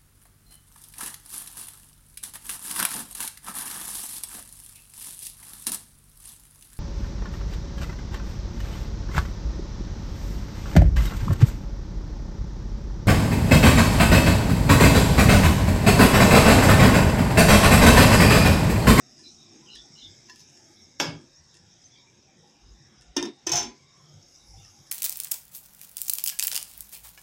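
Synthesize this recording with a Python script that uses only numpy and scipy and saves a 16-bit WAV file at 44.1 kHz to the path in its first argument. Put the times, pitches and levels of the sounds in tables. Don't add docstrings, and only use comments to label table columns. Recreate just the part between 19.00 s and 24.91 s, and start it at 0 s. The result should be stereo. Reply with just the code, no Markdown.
import sys
import numpy as np
from scipy import signal
from scipy.fft import rfft, irfft, next_fast_len
from scipy.io import wavfile
from scipy.ndimage import uniform_filter1d

SR = 44100
rng = np.random.default_rng(int(sys.argv[2]) if len(sys.argv) > 2 else 0)


def generate_wav(sig):
    pcm = np.round(np.clip(np.atleast_2d(sig).T, -1, 1) * 32767).astype(np.int16)
    wavfile.write(sys.argv[1], SR, pcm)


def voltage_ratio(level):
    return 10 ** (np.asarray(level, float) / 20)


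N = 260719
SIGN = np.array([[1], [-1]])
HIT_PORT_SHARE = .5
SPRAY_HZ = 8700.

# hz, level_db (per Hz)
FIZZ = [(2710, -40), (4600, -10.5), (5130, 1.5), (5450, 4.5), (6150, -4), (6450, 0), (7350, -14.5),
        (7800, -20), (8500, -27.5), (9250, -42.5), (10300, -20), (11200, -33), (12300, -24.5), (15100, -41),
        (16000, -44)]
# time_s, level_db
SIZZLE = [(0.0, -54), (.3, -50), (.5, -53.5), (1.09, -50.5), (1.23, -52.5), (1.5, -52.5), (2.0, -55),
          (2.86, -57), (3.22, -61), (3.74, -58.5), (4.15, -60.5), (4.61, -58), (5.13, -57), (5.5, -53),
          (5.91, -53)]
# time_s, level_db, half_width_s
SPITS = [(1.39, -71, .09), (1.65, -78, 0.5), (3.5, -85, .3), (5.1, -78, 0.29), (5.33, -73.5, 0.11),
         (5.45, -71, 0.1), (5.65, -68.5, 0.26), (5.88, -70, 0.13)]


def sizzle():
    size = next_fast_len(N)
    bursts = np.repeat(rng.exponential(size=size // 32 + 1), 32)[:size]
    grains = rng.standard_normal((2, size)) * voltage_ratio(1.3 * bursts)
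    body_db = curve(SIZZLE)
    spray = swells(-85.5 + 0.89 * (body_db + 57.5), SPITS)
    body = voltage_ratio(body_db) * bed(FIZZ, 4410.0, SPRAY_HZ, grains, flicker_db=2.5, rate=32, count=8)
    return body + spray * bed(FIZZ, SPRAY_HZ, 15740., grains, flicker_db=3.5, rate=22, count=12)


# time_s, level_db, body_minus_treble_db, rattle_s
KNOCK = [
    (1.9990, -30, -10, .001),
    (1.9995, -10.5, -3, .0025),
    (2.0030, -16.5, 3, .004),
]
# hz, level_db
KNOCK_COLOUR = [(88, -33), (150, -45), (334, -8.5), (500, -17), (888, -14), (1240, -16.5), (1630, -10.5),
                (1950, -22), (2500, -14.5), (3350, -15.5), (4200, -20.5), (5150, -8), (6800, -19),
                (9820, -45), (12700, -28), (15100, -43), (16000, -54)]
# mode_hz, level_db, t60_s
SPATULA = [(160, -6, .3), (240, -2, .25), (291, 2, .35), (345, 4, .35), (400, 0, .25), (480, -3, .2),
           (560, -5, .2), (710, -5, .2), (877, -4, .2), (985, -7, .08), (1660, 1, .05), (2433, -5, .15),
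           (3160, -6, .15), (3400, -5, .08), (4950, -9, .05), (6610, -13, .1), (1230, -7, 1), (2315, -9, 1),
           (3275, -7, 1)]
# hz, lead_rad
SPATULA_LEAD = [(300, -.2), (900, -.3), (1800, .3), (3300, 0), (5300, 3.7), (6500, 8.1), (12000, 28)]


def spatula_knock():
    return strike(KNOCK, KNOCK_COLOUR, SPATULA, SPATULA_LEAD,
                  ring_db=-15.5, wet_db=0.0, shorter=0.79, gate_s=0.3, pan_db=5.0)


# time_s, level_db, body_minus_treble_db, rattle_s
SNAP_1 = [
    (4.1640, -31.5, 6, 0.0037),
    (4.1664, -12.5, -4, 0.0017),
    (4.1697, -13, -0.5, 0.001),
    (4.1755, -30.5, 3, 0.0019),
    (4.2262, -20.5, 2.5, 0.002),
    (4.2520, -35, 3, 0.0072),
]
SNAP_2 = [
    (4.4660, -32.5, 7, 0.002),
    (4.4688, -19.5, -2.5, 0.0032),
    (4.4760, -31, 2, 0.0019),
    (4.4930, -24.5, 3.5, 0.0036),
]
# hz, level_db
SNAP_1_COLOUR = [(88, -39), (150, -28), (280, -4), (480, -16.5), (624, -22.5), (960, -18), (1340, -22.5),
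                 (2300, -19.5), (2900, -15), (3250, -17), (3620, -11), (4080, -26.5), (5460, -10),
                 (6800, -24), (12000, -46.5), (16000, -40)]
SNAP_2_COLOUR = [(88, -49), (150, -17), (280, -24), (361, -5.5), (624, -17), (837, -8), (1060, -14),
                 (2650, -14.5), (3350, -10.5), (4860, -15.5), (5300, -1.5), (6300, -15), (7300, -16),
                 (8700, -33), (14000, -30), (16000, -38)]
# mode_hz, level_db, t60_s
KNOB_1 = [(283, 2, .2), (343, -1, .2), (964, -10, .05), (1025, -18, .12), (1803, -9, .1), (2570, -17, .1),
          (2907, -15, .04), (10800, -24, .06), (3690, -7, .35), (5190, -7, .04), (5430, -4, .05),
          (5529, -8, .06), (6239, -9, .05), (6310, -8, .07)]
KNOB_2 = [(340, -9, .1), (362, -6, .1), (1023, -16, .15), (1814, -10, .07), (2492, -11, .03),
          (3273, -12, .04), (4274, -18, .1), (5292, -6, .05), (5992, 0, .035), (6293, -2, .06),
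          (7063, -18, .1), (8193, -22, .06)]
# hz, lead_rad
KNOB_LEAD = [(300, .1), (900, .3), (1800, 3), (3300, 3.6), (5300, 4.8), (6300, 6.1), (9000, 6.1)]


def knob_snaps():
    first = strike(SNAP_1, SNAP_1_COLOUR, KNOB_1, KNOB_LEAD,
                   ring_db=-5.0, wet_db=-2.0, shorter=0.48, gate_s=0.17, pan_db=6.0)
    second = strike(SNAP_2, SNAP_2_COLOUR, KNOB_2, KNOB_LEAD,
                    ring_db=0.0, wet_db=0.0, shorter=0.45, gate_s=0.26, pan_db=4.0)
    return first + second


# time_s, level_db, body_minus_treble_db, rattle_s
CLACK_1 = [
    (4.5175, -17, -11, 0.0033),
    (4.5200, -18, -20, 0.003),
    (4.5345, -21.5, 4.5, 0.0031),
]
CLACK_2 = [
    (4.5552, -19, -23, 0.0048),
    (4.5605, -18.5, -22, 0.0014),
    (4.5665, -20, -7, 0.0023),
    (4.5750, -18.5, -2.5, 0.0015),
    (4.5865, -30.5, 0, 0.0027),
    (4.5935, -23, -13, 0.0013),
    (4.6000, -29, 0, 0.0011),
    (4.6290, -25, -33, 0.00081),
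]
# mode_hz, level_db, t60_s
GRATE_1 = [(347, -11, .2), (713, -6, .2), (835, -7, .2), (1050, -16, .9), (1813, -11, .1), (3386, -14, .1),
           (4366, -12, .15), (5178, -8, .08), (5410, 4, .16), (5972, -12, .1), (6320, -1, .13),
           (6360, -8, .1), (7052, -18, .12), (10900, -30, .06)]
GRATE_2 = [(360, -6, .5), (713, -8, .17), (835, -8, .17), (1000, -8, .9), (2266, -14, .15), (3435, -12, .1),
           (5321, -9, .12), (5410, -6, .15), (5972, -3, .1), (6023, -7, .1), (6245, -6, .1),
           (6320, -2, .09), (7052, -8, .11), (10900, -30, .06)]


def spring_bounces():
    first = strike(CLACK_1, SNAP_2_COLOUR, GRATE_1, KNOB_LEAD,
                   ring_db=-1.0, wet_db=3.0, shorter=0.8, gate_s=0.2, pan_db=0.5)
    second = strike(CLACK_2, SNAP_2_COLOUR, GRATE_2, KNOB_LEAD,
                    ring_db=-0.5, wet_db=1.0, shorter=0.7, gate_s=0.27, pan_db=3.0)
    return first + second


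# time_s, level_db, body_minus_treble_db, rattle_s
LIFT = [
    (1.287, -58, -6, 0.015),
    (1.2965, -40, -10, 0.007),
    (1.394, -42, -34, 0.006),
    (1.403, -40, -32, .005),
    (1.9955, -31, -30, .004),
]
# time_s, level_db, body_minus_treble_db, rattle_s
TICKS = [(.190, -48, -7, 0.0072), (.7538, -21, -24, 0), (.757, -42, -24, .004), (1.3595, -23, -26, 0),
         (1.496, -47, -30, .002), (1.573, -45, -30, 0.003), (2.5426, -26, -26, 0), (2.552, -41, -26, .001),
         (2.569, -41, -24, .001), (4.0110, -28, -24, 0), (4.0205, -41, -26, .001), (5.44, -54, -20, 0.0014),
         (5.648, -43.5, -22, 0.0024), (5.866, -50, -26, 0.0056)]
# hz, level_db (per Hz)
TICK_COLOUR = [(500, -30), (3300, -19), (4400, -18), (5200, -5), (6600, -8), (8500, -18), (10500, -27),
               (13000, -45)]
# mode_hz, level_db, t60_s
PAN_RIM = [(1000, 2, .22), (1750, 2, .18), (1862, 0, .15), (2730, -5, .08), (3450, -7, .07),
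           (4250, -1, .09), (4635, -5, .08), (5265, 5, .07), (6074, -6, .06)]
# hz, lead_rad
PAN_LEAD = [(300, .1), (900, -.2), (1800, .9), (3300, 1.9), (5300, 2.9), (9000, 6.3)]
SIZZLE_LEAD = [(1000, 0), (2000, -1), (4500, -1.3), (5500, -2.1), (7000, -2.5)]


def pan_touches():
    lift = strike(LIFT, FIZZ, PAN_RIM, PAN_LEAD,
                  ring_db=5, wet_db=-4, shorter=.5, gate_s=.1, pan_db=3, knee_hz=3300)
    ticks = strike(TICKS, TICK_COLOUR, PAN_RIM, SIZZLE_LEAD,
                   ring_db=-12, wet_db=-5, shorter=.5, gate_s=.12, pan_db=0)
    return lift + ticks


def strike(blows, colour, modes, lead, ring_db, wet_db, shorter, gate_s, pan_db, knee_hz=1200):
    size = 16384
    out, t, hz = np.zeros((2, N + size)), np.arange(size) / SR, np.fft.rfftfreq(size, 1 / SR)
    crack, rings = causal(colour, size), ringing(modes, size)
    shading_db = pan_db + HIT_PORT_SHARE * at(PORTS, hz)
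    ports = np.exp(1j * SIGN * at(lead, hz) / 2) * voltage_ratio(SIGN * shading_db / 2)
    walls = voltage_ratio(wet_db) * rfft(room(size, shorter, gate_s))
    for s, top_db, body_db, rattle_s in blows:
        rise = 1 - np.exp(-t / (3e-5 + .05 * abs(rattle_s)))
        shape = np.exp(-t / max(rattle_s, 2e-5))
        energy = np.sum(shape ** 2)
        rattle = rfft(rng.standard_normal(size) * shape)
        rattle = rattle * np.sqrt(energy / uniform_filter1d(np.abs(rattle) ** 2, size=200))
        turn = np.exp(2j * np.pi * rng.random(len(modes)) * (s > blows[1][0]))
        mode_gain = voltage_ratio(ring_db + 1.2 * rng.standard_normal(len(modes))) * turn
        struck = mode_gain @ rings * np.sqrt(energy)
        push = voltage_ratio(top_db + body_db / (1 + (hz / knee_hz) ** 4))
        heard = push * (rattle * crack * (ports + walls) + struck * (ports + voltage_ratio(-5) * walls))
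        i = int(s * SR)
        out[:, i:i + size] += irfft(heard, size) * rise * voltage_ratio(-20 * (t / gate_s) ** 3)
    return signal.sosfilt(signal.butter(3, 130, "high", fs=SR, output="sos"), out[:, :N])


def causal(colour, size):
    cepstrum = irfft(np.log(voltage_ratio(at(colour, np.fft.rfftfreq(size, 1 / SR)))), size)
    cepstrum[1:size // 2] *= 2
    cepstrum[size // 2:] = 0
    crack = np.exp(rfft(cepstrum))
    return crack / np.sqrt(np.mean(np.abs(crack) ** 2))


def ringing(modes, size):
    t, (hz, db, t60) = np.arange(size) / SR, np.array(modes).T[:, :, None]
    twin_hz = hz * (1 + .013 * np.cos(hz))
    twin_db = np.where(t60 > .5, -24.5, -7.5)
    tones = np.sin(2 * np.pi * hz * t) + voltage_ratio(twin_db) * np.sin(2 * np.pi * twin_hz * t)
    build_up = 1 - np.exp(-t * hz / 2.2)
    rings = voltage_ratio(-60 * t / np.clip(t60, .01, 1)) * tones * build_up
    return rfft(voltage_ratio(db) * rings / np.sqrt(np.sum(rings ** 2, axis=1, keepdims=True)))


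# hz, t60_s
ROOM_T60 = [(100, 1), (400, 0.7), (1500, 0.56), (6000, 0.28), (12000, 0.026)]


def room(size, shorter, gate_s):
    t, hz = np.arange(size) / SR, np.fft.rfftfreq(size, 1 / SR)
    spectrum = pair(rng.standard_normal((2, size)), HIT_PORT_SHARE)
    tail = np.zeros((2, size))
    for low_hz in 40 * 2. ** np.arange(10):
        band = irfft(spectrum * ((hz >= low_hz) & (hz < 2 * low_hz)), size)
        decay = voltage_ratio(-60 * t / (shorter * at(ROOM_T60, 0.76 * low_hz)))
        tail += band * decay * (1 - np.exp(-t * low_hz / 2.0))
    tail = tail * voltage_ratio(-20 * (t / gate_s) ** 3)
    return tail / np.sqrt(np.sum(tail ** 2) / 2)


# start_s, length_s, first_hz, last_hz, level_db
CHIRPS = [(0.195, 0.057, 5180, 4900, -50), (0.228, 0.071, 4100, 3860, -43), (0.197, 0.088, 2620, 2270, -63),
          (0.659, 0.1, 3020, 2860, -45.5), (0.698, 0.061, 4100, 3890, -42.5),
          (0.739, 0.076, 3680, 3330, -43), (0.751, 0.025, 5280, 5020, -42), (0.952, 0.087, 2986, 3110, -49),
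          (0.971, 0.06, 4080, 3980, -43), (1.005, 0.08, 3745, 3390, -43.5), (1.117, .025, 3380, 3280, -56),
          (5.57, 0.042, 3530, 3500, -57), (5.601, 0.05, 2730, 2690, -62), (2.44, .03, 4650, 4930, -64),
          (2.909, 0.071, 3404, 3310, -50), (2.946, 0.044, 4800, 4600, -55.5)]
# start_s, length_s, level_db
PEEPS = [(0.36, 0.11, -63.5), (.49, 0.051, -66), (1.76, 0.054, -63), (1.84, 0.046, -68), (2.472, 0.1, -71),
         (2.642, 0.12, -71.5), (2.845, 0.0172, -75), (2.97, 0.047, -63.5), (5.338, 0.017, -67),
         (5.385, 0.063, -66)]
# start_s, length_s, pitch_hz, level_db, left_minus_right_db
HOOTS = [(0.211, 0.036, 341, -52.5, 20), (0.508, 0.044, 331, -47, 10), (.617, 0.038, 1008, -58.5, -8),
         (.84, 0.022, 815, -59.5, 10), (2.945, 0.054, 2320, -60, 11), (3.069, 0.016, 2330, -57.5, -7),
         (3.267, 0.073, 2400, -63.5, -6), (3.266, 0.046, 796, -63, -9), (3.428, 0.026, 793, -57.5, -5),
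         (4.934, 0.097, 1058, -64, 14), (5.523, 0.064, 794, -57, -15), (5.6, 0.088, 1275, -65.5, 12)]


def birds():
    out = np.zeros((2, N))
    wobble = 1 + .034 * walk(500)
    notes = [(*row, 0.5) for row in CHIRPS]
    notes += [(s, length, 3780, 3690, db, -24.5) for s, length, db in PEEPS]
    notes += [(s, length, hz, hz * (1 - 0.017), db, pan_db) for s, length, hz, db, pan_db in HOOTS]
    for s, length, first_hz, last_hz, db, pan_db in notes:
        i, u = int(s * SR), np.linspace(0, 1, int(length * SR))
        pitch_hz = (first_hz + (last_hz - first_hz) * u) * wobble[i:i + len(u)]
        phase = 2 * np.pi * np.cumsum(pitch_hz) / SR
        out[:, i:i + len(u)] += voltage_ratio(db + SIGN * pan_db / 2) * np.sin(np.pi * u) ** 0.45 * np.sin(phase)
    out = out * voltage_ratio(3.2 * walk(330))
    echo = signal.fftconvolve(out, room(size=8192, shorter=0.49, gate_s=0.15), axes=1)[:, :N]
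    return voltage_ratio(-7) * out + voltage_ratio(-5) * echo


# start_s, length_s, first_hz, last_hz, arch_hz, level_db
WHISTLES = [
    (2.336, 0.077, 4950, 5740, 247, -54.5),
    (2.838, 0.039, 5770, 5720, 558, -50),
]


def whistles():
    out, lag_rad, pan_db = np.zeros((2, N)), 1.3, -2.0
    for s, length, first_hz, last_hz, arch_hz, db in WHISTLES:
        i, u = int(s * SR), np.linspace(0, 1, int(length * SR))
        pitch_hz = first_hz + (last_hz - first_hz) * u + arch_hz * np.sin(np.pi * u)
        phase = 2 * np.pi * np.cumsum(pitch_hz) / SR
        note = np.sin(np.pi * u) ** 0.21 * np.sin(phase - SIGN * lag_rad / 2)
        out[:, i:i + len(u)] += voltage_ratio(db + SIGN * pan_db / 2) * note
    echo = signal.fftconvolve(out, room(size=8192, shorter=0.77, gate_s=.1), axes=1)[:, :N]
    return out * voltage_ratio(2.1 * walk(150)) + voltage_ratio(-7.0) * echo


# time_s, level_db, half_width_s
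THUDS = [(0.79, -52.5, 0.065), (1.08, -56, 0.059), (2.06, -56, .07), (2.16, -60, 0.043),
         (3.651, -50.5, 0.041), (3.73, -46.5, 0.063), (4.005, -56, .05), (4.105, -50, 0.053),
         (4.19, -54, 0.061), (4.5, -60, 0.046), (4.59, -48, 0.068), (4.695, -54.5, .07),
         (5.524, -48, 0.088), (5.645, -56, .07)]
# time_s, level_db, half_width_s, pitch_hz
RUBS = [(.4, -66, 0.81, 224), (0.639, -57, 0.059, 137), (0.929, -58, 0.069, 150), (1.087, -52, 0.059, 96.5),
        (1.4, -61, 0.08, 147.6), (2.085, -34, 0.063, 161.3), (2.15, -37, 0.045, 149),
        (2.101, -55, 0.17, 103), (2.409, -58.5, 0.03, 150), (3.4, -57, .06, 153), (3.691, -54.5, 0.047, 94),
        (3.816, -55, 0.1, 130), (4.229, -50, .08, 152), (4.55, -34, 0.036, 140), (4.501, -51, 0.048, 85),
        (4.61, -46, 0.071, 90), (5.069, -57, 0.064, 151), (5.156, -48.5, 0.045, 149.4),
        (5.172, -49.5, 0.059, 98), (5.583, -48.5, 0.11, 97.5), (5.69, -58, 0.056, 95),
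        (5.81, -50.5, 0.03, 142)]
# hz, level_db (per Hz)
RUMBLE = [(12, -42), (20, -28), (38, 4), (70, -1.5), (92, -2), (119, -0.5), (146, 3), (200, -6.5),
          (260, -41), (440, -120)]


def hand_on_case():
    noise, noisy_db = rng.standard_normal((2, next_fast_len(N))), -6.5
    thud = swells(-79, [(s, db + noisy_db, half_s) for s, db, half_s in THUDS])
    traffic_db = -65 - 0.03 * np.arange(N) / SR
    rub = swells(traffic_db, [(s, db + noisy_db, half_s) for s, db, half_s, _ in RUBS])
    notes = booms([*RUBS, *[(*row, 52) for row in THUDS]])
    return (notes + thud * bed(RUMBLE, 24.0, 66.0, noise, flicker_db=2.0, rate=2.85)
            + rub * bed(RUMBLE, 75., 200., noise, flicker_db=3.5, rate=23))


def booms(rows):
    out = np.zeros((2, N))
    for s, db, half_s, hz in rows:
        i, t, gain = bell(s, db - 4.5, half_s)
        out[:, i] += np.sqrt(2) * gain * np.cos(2 * np.pi * hz * t - 0.11 * SIGN)
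    return out


# time_s, level_db
ROAR = [(0.0, -61.5), (1.3, -62), (1.9, -63), (2.3, -71.5), (3.56, -65), (4.4, -67), (5.6, -68.5),
        (5.91, -69)]
# time_s, roar_db, air_db, half_width_s
ANSWERS = [
    (2.158, -51, -77, 0.16),
    (4.27, -34, -55.5, 0.043),
    (4.649, -43, -61, 0.12),
]
# hz, level_db (per Hz)
QUIET = [(120, -30), (200, 0), (308, -3.5), (352, 0.5), (422, -10), (677, -12.5), (803, -11), (881, -14.5),
         (1000, -15.5), (1940, -16), (2300, -14.5), (2980, -19), (3360, -14.5), (4250, -17.5), (4600, -15),
         (5980, -42), (10100, -120)]


def roar_and_air():
    noise = rng.standard_normal((2, next_fast_len(N)))
    roar = swells(curve(ROAR), [(s, db, half_s) for s, db, _, half_s in ANSWERS])
    air = swells(-71.5, [(s, db, half_s) for s, _, db, half_s in ANSWERS])
    return (roar * bed(QUIET, 200., 450., noise, flicker_db=2.0, rate=14)
            + air * voltage_ratio(9.0) * bed(QUIET, 450., 4600., noise, flicker_db=3.5, rate=8.8, count=5))


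def far_chorus():
    noise = rng.standard_normal((2, next_fast_len(N)))
    return voltage_ratio(-72) * bed(QUIET, 3650., 3920., noise, flicker_db=3.0, rate=16)


def bed(colour, lo_hz, hi_hz, noise, flicker_db, rate, count=3):
    size = noise.shape[1]
    hz = np.fft.rfftfreq(size, 1 / SR)
    spectrum = pair(noise) * voltage_ratio(at(colour, hz))
    edges = np.geomspace(lo_hz, hi_hz, int(count * np.log2(hi_hz / lo_hz)) + 2)
    out = np.zeros((2, N))
    for a, b in zip(edges, edges[1:]):
        band = irfft(spectrum * ((hz >= a) & (hz < b)), size)[:, :N]
        out += band * voltage_ratio(flicker_db * walk(rate))
    return out / np.sqrt(np.mean(out ** 2))


# hz, likeness (0 to 1)
LIKENESS = [(60, 0.88), (130, 0.9), (290, 0.82), (640, 0.5), (1410, 0.05), (4000, 0.1), (5500, 0.3),
            (7000, .3), (8000, .05), (15000, 0.05)]
# hz, left_minus_right_db
PORTS = [(60, -1.5), (200, 0.5), (700, 0), (2380, -2), (4400, -3.5), (6900, 1), (7900, -19.5), (9000, -32),
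         (10300, -15), (12000, -12), (15000, -7)]


def pair(noise, share=1.):
    mid, side = rfft(noise)
    hz = np.fft.rfftfreq(noise.shape[1], 1 / SR)
    like = np.clip(at(LIKENESS, hz), -.99, .99)
    both = mid * np.sqrt(1 + like) + side * np.sqrt(1 - like) * SIGN
    return both * voltage_ratio(share * SIGN * at(PORTS, hz) / 2) * np.exp(.5j * SIGN * at(SIZZLE_LEAD, hz))


def walk(rate):
    k = int(SR / rate)
    held = np.repeat(rng.standard_normal(N // k + 1), k)
    return 1.42 * uniform_filter1d(uniform_filter1d(held, k), k)[:N]


def at(table, hz):
    table = np.array(table)
    return np.interp(np.log(np.maximum(hz, 1)), np.log(table[:, 0]), table[:, 1])


def curve(table):
    return np.interp(np.arange(N) / SR, *np.transpose(table))


def swells(floor_db, rows):
    power = voltage_ratio(floor_db) ** 2 * np.ones(N)
    for row in rows:
        i, _, gain = bell(*row)
        power[i] += gain ** 2
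    return np.sqrt(power)


def bell(s, db, half_s):
    half_s = np.clip(half_s, .02, .5)
    i = np.arange(max(int((s - 2 * half_s) * SR), 0), min(int((s + 2 * half_s) * SR), N))
    t = i / SR - s
    return i, t, voltage_ratio(db - 20 * (t / half_s) ** 2)


def scene():
    stove = sizzle() + spatula_knock() + knob_snaps() + spring_bounces() + pan_touches()
    outside = birds() + whistles() + far_chorus()
    return stove + outside + hand_on_case() + roar_and_air()


def low_pass(x):
    return signal.sosfilt(signal.butter(12, 16310, fs=SR, output="sos"), x)


def record(dry):
    top = signal.ellip(10, .3, 80, 15750, fs=SR, output="sos")
    dip = signal.lfilter(*signal.iirpeak(4250, 9, fs=SR), dry)
    mix = signal.sosfilt(top, dry - 0.6 * dip)
    return low_pass(mix)


dry = scene()
out = record(dry)
generate_wav(out)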